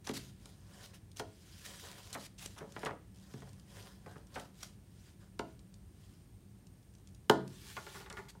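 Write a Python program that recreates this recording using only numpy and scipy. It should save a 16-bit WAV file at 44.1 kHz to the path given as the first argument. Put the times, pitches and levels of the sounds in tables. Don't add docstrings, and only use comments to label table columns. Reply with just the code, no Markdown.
import sys
import numpy as np
from scipy import signal
from scipy.fft import rfft, irfft, next_fast_len
from scipy.io import wavfile
from scipy.ndimage import uniform_filter1d, map_coordinates

SR = 44100
rng = np.random.default_rng(int(sys.argv[2]) if len(sys.argv) > 2 else 0)


def to_wav(sig):
    pcm = np.clip(np.atleast_2d(sig), -1, 1) * 32767
    pcm = np.round(pcm).astype(np.int16)
    wavfile.write(sys.argv[1], SR, pcm.T)


N = 370440

# f/Hz, level/dB
AIR_SPECTRUM = [(15, -19), (25, -54), (47, -8), (102, 1.5), (123, -4), (200, -5.5), (222, -12.5),
                (342, -15), (500, -24.5), (857, -29), (1320, -34), (2890, -36), (4450, -38), (8970, -38.5),
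                (15800, -43)]
# f/Hz, rms level/dB
HUM_BANDS = [(54, -66), (99, -67), (193, -67), (1712, -91.5), (8694, -82)]
# start t/s, end t/s, final level/dB
SCUFF_SPANS = [(0.044, 0.118, -52.5), (0.136, 0.181, -42.5), (0.83, 0.863, -53.5), (1.162, 1.207, -51),
               (2.128, 2.15, -42), (2.174, 2.269, -51.5), (2.381, 2.431, -51), (2.431, 2.466, -48.5),
               (2.576, 2.592, -52.5), (4.34, 4.359, -52), (4.628, 4.636, -42), (8.17, 8.195, -61),
               (8.285, 8.307, -52)]
# f/Hz, level/dB
SCUFF_SPECTRUM = [(200, -14), (500, -5.5), (1400, 0.5), (2300, 0.5), (3300, 2.5), (5500, 2.5), (9500, -3.5),
                  (12000, -7), (15500, -14)]
# t/s, level/dB, T60/s, cut-off f/Hz
BUCKLES = [(.067, -40.5, 0.11, 3800), (.933, -55, 0.046, 2000), (2.15, -34, .11, 2100),
           (2.562, -49, 0.23, 2930), (2.606, -41.5, 0.18, 1470), (2.763, -34.5, .07, 1880),
           (2.8315, -32.5, 0.076, 1760), (2.858, -28.5, 0.13, 2740), (2.903, -46, 0.15, 1650),
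           (3.42, -47, 0.077, 1900), (3.472, -54, 0.087, 1780), (4.06, -44.5, 0.12, 1600),
           (4.157, -45, 0.1, 1260), (4.357, -34.5, 0.15, 2440)]
# f/Hz, level/dB
BUCKLE_SPECTRUM = [(60, -31), (150, -0.5), (330, -3.5), (550, -0.5), (1000, -0.5), (1700, 3.5), (3000, 1),
                   (7000, 2), (15000, 22)]
# t/s, level/dB
EDGE_TICKS = [(0.072, -33.5), (.457, -43.5), (1.116, -51), (1.17, -40), (2.129, -36), (2.4604, -32.5),
              (2.722, -47), (2.7925, -45.5), (2.85, -35.5), (2.863, -41), (3.825, -49), (4.398, -41),
              (4.6309, -37), (5.5922, -54), (5.7408, -51.5), (6.669, -53.5), (6.9503, -52), (7.0732, -51),
              (7.1474, -52.5), (7.478, -47), (8.1, -39.5), (8.1266, -41.5)]
# f/Hz, level/dB
TICK_SPECTRUM = [(300, 1.5), (1200, -30), (3000, -2.5), (6000, -2.5), (9000, -5), (12000, -15.5),
                 (15500, -34)]
# start t/s, end t/s, level/dB
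CRACKLE_SPELLS = [(3.382, 3.64, -52.5), (4.047, 4.288, -56.5), (6.758, 7.15, -61)]
# t/s, level/dB, cut-off f/Hz, struck spot's f/Hz, its gain/dB, bright snap level/dB
BLOWS = [(0.0921, -25, 171, 236, 16.5, -37), (0.4576, -49.5, 900, 404, -4, -58),
         (1.197, -30.5, 1100, 486, 7.5, -34.5), (3.338, -38, 160, 136, 24.5, -52),
         (5.3933, -27.5, 1200, 806, 2.5, -37.5), (7.297, -9.5, 6000, 400, -8, -33),
         (8.35, -53.5, 697, 870, 13, -72)]
# f/Hz, level/dB, T60/s
TABLE_MODES = [(134.8, -25, 0.55), (192.8, -25, 0.45), (229, -25.5, 0.22), (270, -20, 0.097),
               (331.7, -30, 0.19), (369, -15.5, 0.079), (421, -17.5, 0.11), (516, -22, 0.13),
               (645, -27.5, 0.27), (698.5, -25, 0.16), (817, -26.5, 0.17), (921, -18, 0.061),
               (972, -14, 0.035), (1051, -29, 0.19), (1360, -12, 0.021), (1436, -23.5, 0.14),
               (1565, -16, 0.036), (1764, -38, 0.23)]
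# f/Hz, level/dB
CRACK_SPECTRUM = [(250, 9), (800, 11), (1650, 6.5), (2200, -12.5), (3050, 2.5), (4000, -2.5), (6000, -6),
                  (10000, -8), (15500, -7.5)]
# t/s, hiss level/dB, body level/dB
LONG_PASS = [(1.62, -62.5, -75), (1.66, -50, -59), (1.71, -55, -59), (1.814, -55, -68),
             (1.85, -52.5, -50.5), (1.966, -59, -62.5), (1.984, -54.5, -55), (2.022, -62, -71),
             (2.046, -56, -64), (2.12, -63.5, -65)]
# fastest at t/s, rise/s, fall/s, hiss level/dB, body over hiss/dB
SHORT_STROKES = [(.19, .02, 0.2, -55.5, -12), (.47, 0.15, 0.19, -64.5, -4.5), (.83, 0.3, 0.16, -60, -0.5),
                 (.945, 0.017, 0.05, -56.5, -13.5), (1.6, 0.52, 0.069, -60, -14),
                 (2.48, .04, 0.29, -60.5, -12), (2.85, 0.23, 0.044, -57.5, 2), (3.33, .3, 0.5, -65, -1),
                 (3.78, 0.15, 0.32, -57.5, -1), (4.09, 0.093, 0.3, -68, 5), (4.39, 0.12, 0.15, -59, 0),
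                 (4.63, 0.12, 0.15, -57.5, -10), (5.09, 0.34, 0.08, -67, -14), (5.21, 0.024, 0.11, -69, 3),
                 (5.49, .05, 0.11, -70.5, -5), (6.04, .2, 0.38, -70, -6.5)]
# f/Hz, width/Hz, level/dB
CARD_MODES = [(569, 73, -0.5), (750, 59, 0), (1005, 113, -1), (1580, 200, -2.5), (3170, 460, -5),
              (4000, 240, -7.5), (4950, 500, -8.5), (9300, 610, -17)]
# f/Hz, level/dB
HISS_SPECTRUM = [(600, -43), (1500, 1.5), (3000, 0), (5000, 2), (7000, 1.5), (9500, -1), (12000, -4),
                 (15500, -8.5)]
# f/Hz, level/dB
BODY_SPECTRUM = [(150, -33.5), (350, 14.5), (600, -3.5), (1100, -4.5), (1900, 2.5), (3000, -30),
                 (8000, -69)]
# f/Hz, level/dB, T60/s
OBJECT_MODES = [(2990, -16.5, 0.017), (5030, -12.5, 0.007), (8050, -30, 0.0069)]
# fastest at t/s, rise/s, fall/s, hiss level/dB, flutter over hiss/dB
SHEET_TUGS = [(7.53, 0.11, 0.18, -62, -4), (7.71, 0.2, 0.21, -53.5, -12), (7.97, 0.26, 0.14, -54, -1.5),
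              (8.19, 0.2, 0.16, -65.5, 11.5)]
# t/s, level/dB
SHEET_CATCHES = [(7.766, -36.5), (7.865, -44.5), (7.944, -45.5), (8, -48.5), (8.06, -46.5), (8.102, -43),
                 (8.169, -43)]
# f/Hz, width/Hz, level/dB
SHEET_MODES = [(387, 19, 1.5), (866, 56, -6.5), (1133, 100, -9.5), (1434, 35, -3.5), (1750, 100, -14),
               (2100, 150, -11)]
# f/Hz, T60/s
ROOM_DECAY = [(150, 0.56), (600, 0.24), (2000, 0.4), (6000, 0.29), (14000, 0.15)]
# f/Hz, gain/dB
WALL_COLOUR = [(300, 5.5), (900, 4.5), (1600, -4), (2500, -3), (10000, 0)]


def amp(db):
    return 10 ** (np.asarray(db) / 20)


def unit(x):
    return x / np.sqrt(np.mean(x ** 2) + 1e-20)


def along(points, hz):
    f, v = np.transpose(points)
    return np.interp(np.log(hz + 1), np.log(f + 1), v)


def filtered(x, response):
    size = next_fast_len(len(x) + 8192)
    return irfft(rfft(x, size) * response(np.fft.rfftfreq(size, 1 / SR)), size)[:len(x)]


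def coloured(x, spectrum):
    return unit(filtered(x, lambda hz: amp(along(spectrum, hz))))


def softened(x, cut_hz, order):
    return signal.lfilter(*signal.butter(order, cut_hz, fs=SR), x)


def wobble(per_s):
    knots = rng.standard_normal(int(N * per_s / SR) + 4)
    return map_coordinates(knots, [np.arange(N) * per_s / SR])


def add(track, s, sound):
    part = track[max(round(s * SR), 0):][:len(sound)]
    part += sound[:len(part)]


def resonances(modes, f):
    return sum((-1) ** k * amp(db) * 1j * f * width / (centre ** 2 - f ** 2 + 1j * f * width)
               for k, (centre, width, db) in enumerate(modes))


def ringing(modes, t):
    return sum(amp(db - 60 * t / t60) * np.sin(2 * np.pi * hz * t) for hz, db, t60 in modes)


def dispersed(x, lag_s):
    return filtered(x, lambda hz: np.exp(-2j * np.pi * lag_s * (2 * np.sqrt(1000 * hz) - hz / 3)))


def friction(slips_per_s, spread_db, grain):
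    slips = (rng.random(N) < slips_per_s / SR) * rng.standard_normal(N)
    slips *= amp(spread_db * np.minimum(rng.standard_normal(N), 2))
    return unit(rng.standard_normal(N) + grain * unit(slips))


def patchy(x, depth_db):
    bands = signal.stft(x, nperseg=256)[2]
    field = rng.standard_normal(bands.shape)
    for _ in range(2):
        field = uniform_filter1d(uniform_filter1d(field, size=4, axis=0), size=7, axis=1)
    return signal.istft(bands * amp(depth_db * unit(field)), nperseg=256)[1][:N]


def background():
    air = amp(-58.5) * coloured(rng.standard_normal(N), AIR_SPECTRUM)
    for centre, db in HUM_BANDS:
        width = 7 + 0.011 * centre
        band = filtered(rng.standard_normal(N), lambda hz: 1 / (1 + ((hz - centre) / width) ** 2))
        air += amp(db) * unit(band)
    return air


def scuffs(swell_db=6.5):
    t, push = np.arange(N) / SR, np.zeros(N)
    for start, end, db in SCUFF_SPANS:
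        on = (t > start) & (t < end)
        push[on] += amp(db + swell_db * (t[on] - end) / (end - start))
    slips = patchy(friction(slips_per_s=1300, spread_db=4, grain=0.37), depth_db=2)
    slips *= amp(wobble(150))
    return uniform_filter1d(push, size=300) * coloured(slips, SCUFF_SPECTRUM)


def buckling():
    out, t = np.zeros(N), np.arange(SR // 4) / SR
    snaps = friction(slips_per_s=700, spread_db=5, grain=0.85)
    blow_snaps = [(s, snap_db, 0.046, 3700) for s, *_, snap_db in BLOWS]
    catches = [(s, db, 0.082, 3550) for s, db in SHEET_CATCHES]
    for s, db, t60, cut_hz in BUCKLES + blow_snaps + catches:
        rise_s = 0.028 * t60
        run = np.roll(snaps, -round(s * SR))[:len(t)]
        run[round(0.0012 * SR)] += 13
        run = coloured(run, BUCKLE_SPECTRUM)
        taut = unit(softened(run, cut_hz, order=3))
        slack = unit(softened(run, 0.45 * cut_hz, order=3))
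        tension = np.exp(-t / 0.0086)
        envelope = amp(db - 60 * t / t60) * (1 - np.exp(-t / rise_s))
        add(out, s, (tension * taut + (1 - tension) * slack) * envelope)
    return dispersed(out, lag_s=0.001409)


def ticks():
    out, t = np.zeros(N), np.arange(SR // 20) / SR
    blow_ticks = [(s - 0.0013, snap_db - 0.5) for s, *_, snap_db in BLOWS]
    for s, db in EDGE_TICKS + blow_ticks + crackles(count=4) + judder(count=8):
        t60 = np.interp(db, [-55, -35], [0.024, 0.012])
        envelope = amp(-60 * t / t60) * (1 - np.exp(-t / 0.00016))
        flick = coloured(rng.standard_normal(len(t)), TICK_SPECTRUM) * envelope
        add(out, s, amp(db - 3) * np.sqrt(0.021 / t60) * flick)
    return out


def crack(t, t60):
    noise = rfft(rng.standard_normal(len(t)) * amp(-60 * t / t60))
    magnitude = amp(along(CRACK_SPECTRUM, np.fft.rfftfreq(len(t), 1 / SR)))
    burst = irfft(noise / abs(noise) * magnitude, len(t)) * amp(-20 * t / t60)
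    return burst / np.linalg.norm(burst)


def knocks():
    out, t = np.zeros(N), np.arange(SR * 3 // 4) / SR
    for s, db, cut_hz, spot_hz, lift_db, _ in BLOWS:
        blow = ringing(TABLE_MODES, t) + amp(11) * crack(t, t60=0.026)
        blow = filtered(blow, lambda f: 1.5 + resonances([(spot_hz, 0.56 * spot_hz, lift_db)], f))
        add(out, s, amp(db) * softened(blow, cut_hz, order=1))
    bass_hz = 230
    radiated = signal.lfilter(*signal.butter(2, bass_hz, "high", fs=SR), out)
    return dispersed(radiated, lag_s=0.002904)


def strokes(rows, exponent=1.67):
    t, out = np.arange(N) / SR, np.zeros((2, N))
    for s, rise, fall, db, body_db in rows:
        speed = np.interp(t, [s - rise, s, s + fall], [0, 1, 0])
        out += amp([[db], [db + body_db]]) * speed ** exponent
    return out


def long_pass(fade_s=0.02):
    t = np.arange(N) / SR
    times, *levels = np.transpose(LONG_PASS)
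    fade = np.clip(np.minimum(t - times[0], times[-1] - t) / fade_s + 1, 0, 1)
    return np.array([fade * amp(np.interp(t, times, db)) for db in levels])


def rubbing():
    hiss, body = long_pass() + strokes(SHORT_STROKES)
    slips = patchy(friction(slips_per_s=900, spread_db=3, grain=0.6), depth_db=1.8)
    slips *= amp(1.1 * wobble(70))
    bright = filtered(slips, lambda f: 0.4 + abs(resonances(CARD_MODES, f)))
    hollow = filtered(slips, lambda f: resonances(CARD_MODES, f))
    return hiss * coloured(bright, HISS_SPECTRUM) + body * coloured(hollow, BODY_SPECTRUM)


def judder(count, start_s=3.146, slips_per_s=76, db=-57.5):
    return [(start_s + k / slips_per_s, db) for k in range(count)]


def crackles(count):
    return [(start + (end - start) * (k + rng.random()) / count, db)
            for start, end, db in CRACKLE_SPELLS for k in range(count)]


def clack():
    out, t = np.zeros(N), np.arange(SR // 20) / SR
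    s, db = max(BLOWS, key=lambda row: row[1])[:2]
    add(out, s, amp(db + 6.5) * ringing(OBJECT_MODES, t) * (1 - np.exp(-t / 0.00057)))
    return out


def dragging(catch_db=-11.5, catch_rise_s=0.008):
    hiss, flutter = strokes(SHEET_TUGS)
    age = np.arange(SR // 10) / SR / catch_rise_s
    for s, db in SHEET_CATCHES:
        add(flutter, s, amp(db + catch_db) * age * np.exp(1 - age))
    slips = patchy(friction(slips_per_s=1200, spread_db=4, grain=0.6), depth_db=1.6)
    sheet = unit(filtered(slips * amp(3.5 * wobble(45)), lambda f: resonances(SHEET_MODES, f)))
    edge = filtered(slips, lambda f: 1 + resonances([(3200, 1280, -0.52)], f))
    return hiss * coloured(edge, HISS_SPECTRUM) + flutter * sheet


def room(x, echo_s, echo_db, tail_db):
    hz, t, bands = signal.stft(rng.standard_normal(SR * 3 // 4), SR, nperseg=256)
    decay = amp(-60 * t / along(ROOM_DECAY, hz)[:, None])
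    tail = signal.istft(bands * decay, SR, nperseg=256)[1]
    tail *= 1 - np.exp(-np.arange(len(tail)) / SR / 0.0027)
    wet = signal.fftconvolve(x, tail / np.linalg.norm(tail))[:N]
    wet = filtered(wet, lambda f: amp(tail_db + along(WALL_COLOUR, f)))
    echo = filtered(x, lambda f: np.exp(-2j * np.pi * f * echo_s))
    return wet + amp(echo_db) * echo


def scene():
    near = rubbing() + dragging() + scuffs() + buckling() + ticks() + knocks()
    reflections = room(near, echo_s=0.0142, echo_db=-16.5, tail_db=-11.5)
    return (near + clack() + reflections + background())[None]


def record(dry):
    low_hz, top_hz = 38, 15870

    def passband(hz):
        treble_cut = np.clip((top_hz - hz) / 300 + 0.5, 0, 1)
        return treble_cut * hz ** 4 / np.hypot(hz ** 4, low_hz ** 4)
    return np.array([filtered(x, passband) for x in dry])


dry = scene()
out = record(dry)
to_wav(out)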